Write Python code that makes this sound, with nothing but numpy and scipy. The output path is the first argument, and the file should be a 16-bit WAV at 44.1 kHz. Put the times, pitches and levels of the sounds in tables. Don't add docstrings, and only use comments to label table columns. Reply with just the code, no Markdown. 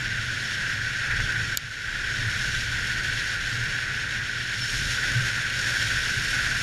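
import sys
import numpy as np
from scipy import signal
from scipy.fft import rfft, irfft, next_fast_len
from scipy.io import wavfile
from scipy.ndimage import uniform_filter1d, minimum_filter1d, map_coordinates

SR = 44100
rng = np.random.default_rng(int(sys.argv[2]) if len(sys.argv) > 2 else 0)


def magnitude_from_level(level_db):
    exponent = np.asarray(level_db, float) / 20
    return 10 ** exponent


def unload_wav(signal):
    wavfile.write(
        sys.argv[1],
        SR,
        np.round(np.clip(np.atleast_2d(signal).T, -1, 1) * 32767).astype(np.int16),
    )


N = 292191


def unit(x):
    return x / np.sqrt(np.mean(x ** 2) + 1e-20)


def along(points, hz):
    f, v = np.transpose(points)
    octaves_beyond = np.log2(np.maximum(hz / f[-1], 1))
    return np.interp(np.log(hz + 1), np.log(f + 1), v) - 40 * octaves_beyond


def curves(rows):
    s, *columns = np.transpose(rows)
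    return [np.interp(np.arange(N) / SR, s, column) for column in columns]


def wobble(rate):
    knots = rng.standard_normal(int(N * rate / SR) + 4)
    return map_coordinates(knots, [np.arange(N) * rate / SR])


def coloured(x, gain_db):
    m = next_fast_len(N + 8192)
    spectrum = rfft(x, m) * magnitude_from_level(gain_db(np.fft.rfftfreq(m, 1 / SR)))
    return unit(irfft(spectrum, m)[:N])


def patchy(depth_db):
    z = signal.stft(rng.standard_normal(N + 512), nperseg=512)[2]
    field = rng.standard_normal(z.shape)
    field = uniform_filter1d(field, size=8, axis=0)
    field = uniform_filter1d(field, size=8, axis=1)
    return signal.istft(z * magnitude_from_level(depth_db * unit(field)), nperseg=512)[1][:N]


def tilted(x, slope_db, pivot_hz):
    hz, t, z = signal.stft(x, SR, nperseg=512)
    slope = np.interp(t, np.arange(N) / SR, slope_db)
    octaves = np.log2((hz[:, None] + 1) / pivot_hz).clip(-2, 2)
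    return signal.istft(z * magnitude_from_level(octaves * slope), nperseg=512)[1][:N]


# frequency in Hz, relative level in dB per Hz.
DECK = [(60, -15.5), (85, -12), (105, -3), (120, 0.5), (135, -6.5), (170, -17.5), (260, -72)]


def deck_drone(drone_db):
    shaken = magnitude_from_level(0.62 * wobble(5.7)) * rng.standard_normal(N)
    return magnitude_from_level(drone_db) * coloured(shaken, lambda hz: along(DECK, hz))


# centre in Hz, width in Hz, height in dB.
CASE = [(2565, 253, -7), (2755, 83, 4), (3713, 106, -4), (4040, 180, -3), (4090, 160, -3.5),
        (4400, 210, -2), (4946, 210, -7.5), (5400, 360, 5.5), (6290, 340, -5.5), (6487, 194, 9),
        (7100, 620, 3.5), (8100, 590, -4), (9100, 790, 2), (10820, 840, -5), (11400, 350, 4),
        (11980, 860, -5.5), (13000, 260, -3), (13600, 280, -2.5)]


def case_db(hz):
    return sum(db / (1 + (2 * (hz - centre) / width) ** 2) for centre, width, db in CASE)


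# frequency in Hz, relative level in dB per Hz.
HISS = [(1200, -58), (1900, -2), (2400, -2), (4000, -2), (6000, -10), (8000, -19), (11000, -22),
        (13000, -30.5), (15200, -42)]


def tyre_hiss(hiss_db, gust):
    texture = magnitude_from_level(0.56 * gust + 0.23 * wobble(13) + 0.71 * wobble(45) + 0.84 * wobble(300))
    hiss = coloured(texture * patchy(depth_db=0.37), lambda hz: along(HISS, hz) + case_db(hz))
    slope_db = 0.51 * (hiss_db - hiss_db.mean())
    return magnitude_from_level(hiss_db) * tilted(hiss, slope_db, pivot_hz=3900)


# time in seconds, hiss level in dB
ROAD = [(0, -36), (.5, -34.5), (1.0, -35), (1.5, -35), (1.8, -33.5), (2.05, -35.5), (2.45, -32.5),
        (2.7, -34), (3.6, -34), (3.95, -35.5), (4.42, -36), (4.62, -32.5), (4.75, -31), (4.88, -31),
        (4.96, -31.5), (5.2, -32), (5.52, -33), (5.63, -30.5), (6.1, -31.5), (6.63, -31)]


def coarseness():
    return curves(ROAD)[0]


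# middle in seconds, length in seconds,
# swell of the drone in dB.
BUMPS = [(.03, .1, 6.5), (0.706, 0.22, 4.5), (1.226, 0.17, 6.5), (1.415, 0.084, 9), (1.66, 0.12, 3.5),
         (2.233, 0.15, 9.5), (2.45, 0.27, 5), (3.102, 0.27, 3), (3.426, .12, 4), (3.65, 0.16, 4.5),
         (4.196, 0.1, 1), (4.807, 0.2, 7.5), (5.18, .2, 9.5), (5.63, 0.09, 7), (5.9, 0.17, 4.5),
         (6.174, .1, 3), (6.6, 0.17, 5)]


def shaking():
    t = np.arange(N) / SR
    return sum(db * np.exp(-(2 * (t - s) / length) ** 2) for s, length, db in BUMPS)


# time in seconds, rise of the hiss in dB.
CRACKS = [(0.728, 2), (1.111, 5), (1.202, 6), (1.297, 4), (1.322, 5), (2.8714, 3), (2.9184, 2.5),
          (3.5024, 1), (4.1084, 4), (4.729, 2), (5.5903, 4.5), (6.0894, 0), (6.4144, 1)]


def cracks():
    t, fade_s = np.arange(N) / SR, 0.0049
    return sum(db * (t >= s) * np.exp(-np.abs(t - s) / fade_s) for s, db in CRACKS)


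# time in seconds, strength in dB.
GRIT = [(1.5725, 2.5)]
# frequency in Hz, level in dB at strength 0 dB,
# 60 dB decay time in seconds.
SHELL = [(1900, -20, .01), (2350, -21, 0.023), (3000, -11.5, .012), (3400, -18, 0.0099), (3680, -9, 0.0083),
         (4180, -8.5, 0.0094), (4260, -12, 0.013), (4730, -12, 0.016), (5330, -20, 0.014),
         (5900, -14.5, 0.0087), (6800, -8, 0.0096), (7630, -9, 0.0099), (8540, -16.5, 0.0071),
         (10160, -8, 0.0031), (11850, -8, 0.0045), (12800, -7.5, 0.0046), (14100, -13, 0.0034),
         (15000, -17, 0.004)]


def grit():
    out, t = np.zeros(N + SR), np.arange(SR // 20) / SR
    for s, strength_db in GRIT:
        ring = np.zeros(len(t))
        for k, (hz, level, t60) in enumerate(SHELL):
            decay = magnitude_from_level(level - 60 * t / t60)
            onset = 1 - np.exp(-t * hz / 2.9)
            ring += (-1) ** k * decay * onset * np.sin(2 * np.pi * hz * t)
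        crack = magnitude_from_level(-18.0 - 60 * t / .009) * rng.standard_normal(len(t))
        out[round(s * SR):][:len(t)] += magnitude_from_level(strength_db) * (ring + crack)
    return out[:N]


# start in seconds, length in seconds,
# start frequency in Hz, end frequency in Hz, level in dB about which it wobbles.
SQUEAL = [(4.597, 0.057, 5500, 5220, -28), (4.655, 0.068, 5400, 5600, -36)]


def squeals():
    t, out = np.arange(N) / SR, np.zeros(N)
    for s, length, start_hz, end_hz, db in SQUEAL:
        progress = np.clip((t - s) / length, 0, 1)
        pitch_hz = start_hz + (end_hz - start_hz) * progress
        phase = 2 * np.pi * np.cumsum(pitch_hz) / SR
        level = magnitude_from_level(db + 3 * wobble(150))
        out += level * np.sin(np.pi * progress) * np.sin(phase + 1.3 * wobble(200))
    return out


# frequency in Hz, relative level in dB per Hz.
CAVITY = [(1000, -25.5), (1250, -23), (1400, -6), (1520, 0.5), (1650, -3), (1900, -6), (2100, -13.5),
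          (2600, -14), (4000, -81)]


def cavity_roar(roar_db, gust):
    eddies = magnitude_from_level(0.33 * gust + 0.97 * wobble(70)) * patchy(depth_db=0.13)
    return magnitude_from_level(roar_db) * coloured(eddies, lambda hz: along(CAVITY, hz))


# frequency in Hz, relative level in dB per Hz.
BUFFET = [(8, -8), (22, 1), (40, 9), (55, 1), (75, 2), (110, -4.5), (200, -42)]


def wind_buffet(buffet_db):
    thumps = magnitude_from_level(0.51 * wobble(22)) * rng.standard_normal(N)
    return magnitude_from_level(buffet_db) * coloured(thumps, lambda hz: along(BUFFET, hz))


# frequency in Hz, relative level in dB per Hz.
RUSH = [(90, -23), (170, 0.5), (210, -0.5), (320, -7), (600, -12), (850, -44), (1200, -11.5), (1600, -17),
        (2500, -43)]


def air_rush(rush_db, gust):
    eddies = magnitude_from_level(0.28 * gust) * patchy(depth_db=-0.7)
    return magnitude_from_level(rush_db) * coloured(eddies, lambda hz: along(RUSH, hz))


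# time in seconds, cavity roar in dB, turbulence in dB,
# both before the random drift and the jolts.
AIR = [(0, -30, -42), (.33, -31.5, -44.5), (.7, -28.5, -47), (1.0, -31, -44), (1.12, -27.5, -35),
       (1.23, -30.5, -32), (1.32, -28, -45), (1.5, -28.5, -43), (1.9, -30, -38.5), (2.2, -30, -41),
       (2.8, -30, -39.5), (3.3, -29, -45), (4.0, -30, -41.5), (4.5, -31, -51), (4.75, -31.5, -41),
       (5.05, -28.5, -41), (5.55, -28.5, -46.5), (5.75, -27.5, -45), (6.2, -28, -41), (6.4, -28.5, -38.5),
       (6.63, -26.5, -44)]


def airflow():
    return curves(AIR)


def scene():
    road_db, (roar_db, turbulence_db) = coarseness(), airflow()
    shake_db, jolt_db, gust = shaking(), cracks(), wobble(15)
    buffet_db = turbulence_db + 0.27 * shake_db + 1.4 * wobble(5)
    rush_db = -47 + 0.43 * (road_db - road_db.mean()) + 0.25 * shake_db
    rush_db = rush_db + 0.2 * (turbulence_db - turbulence_db.mean()) + 0.71 * wobble(5.6)
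    roar_db = roar_db + 0.57 * wobble(5.94) + 0.72 * jolt_db
    drone_db = -39.5 + shake_db
    wheels = deck_drone(drone_db) + tyre_hiss(road_db + jolt_db, gust)
    wind = cavity_roar(roar_db, gust) + wind_buffet(buffet_db) + air_rush(rush_db, gust)
    return (wheels + grit() + squeals() + wind)[None]


def gain_control(x, ceiling_db, hold, recover_db):
    t, ahead = np.arange(N) / SR, .018
    level_db = 10 * np.log10(np.abs(uniform_filter1d(x ** 2, size=130)) + 1e-12)
    need = np.minimum(ceiling_db - level_db, 0)
    held = minimum_filter1d(need, size=round(hold * SR))
    held = np.interp(t + ahead - hold / 2, t, held)
    climbing = np.minimum(recover_db * t + np.minimum.accumulate(held - recover_db * t), 0)
    return x * magnitude_from_level(uniform_filter1d(climbing, size=90))


def band_limit(x):
    return signal.sosfilt(signal.butter(12, 16500, fs=SR, output="sos"), x)


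def record(dry):
    ducked = gain_control(dry[0], ceiling_db=-17.5, hold=.17, recover_db=24)
    m, top_hz = next_fast_len(N + 8192), 15130
    loss_db = np.clip((np.fft.rfftfreq(m, 1 / SR) - top_hz) / 10, 0, 60)
    limited = irfft(rfft(ducked, m) * magnitude_from_level(-loss_db), m)[:N]
    return band_limit(limited[None])


dry = scene()
out = record(dry)
unload_wav(out)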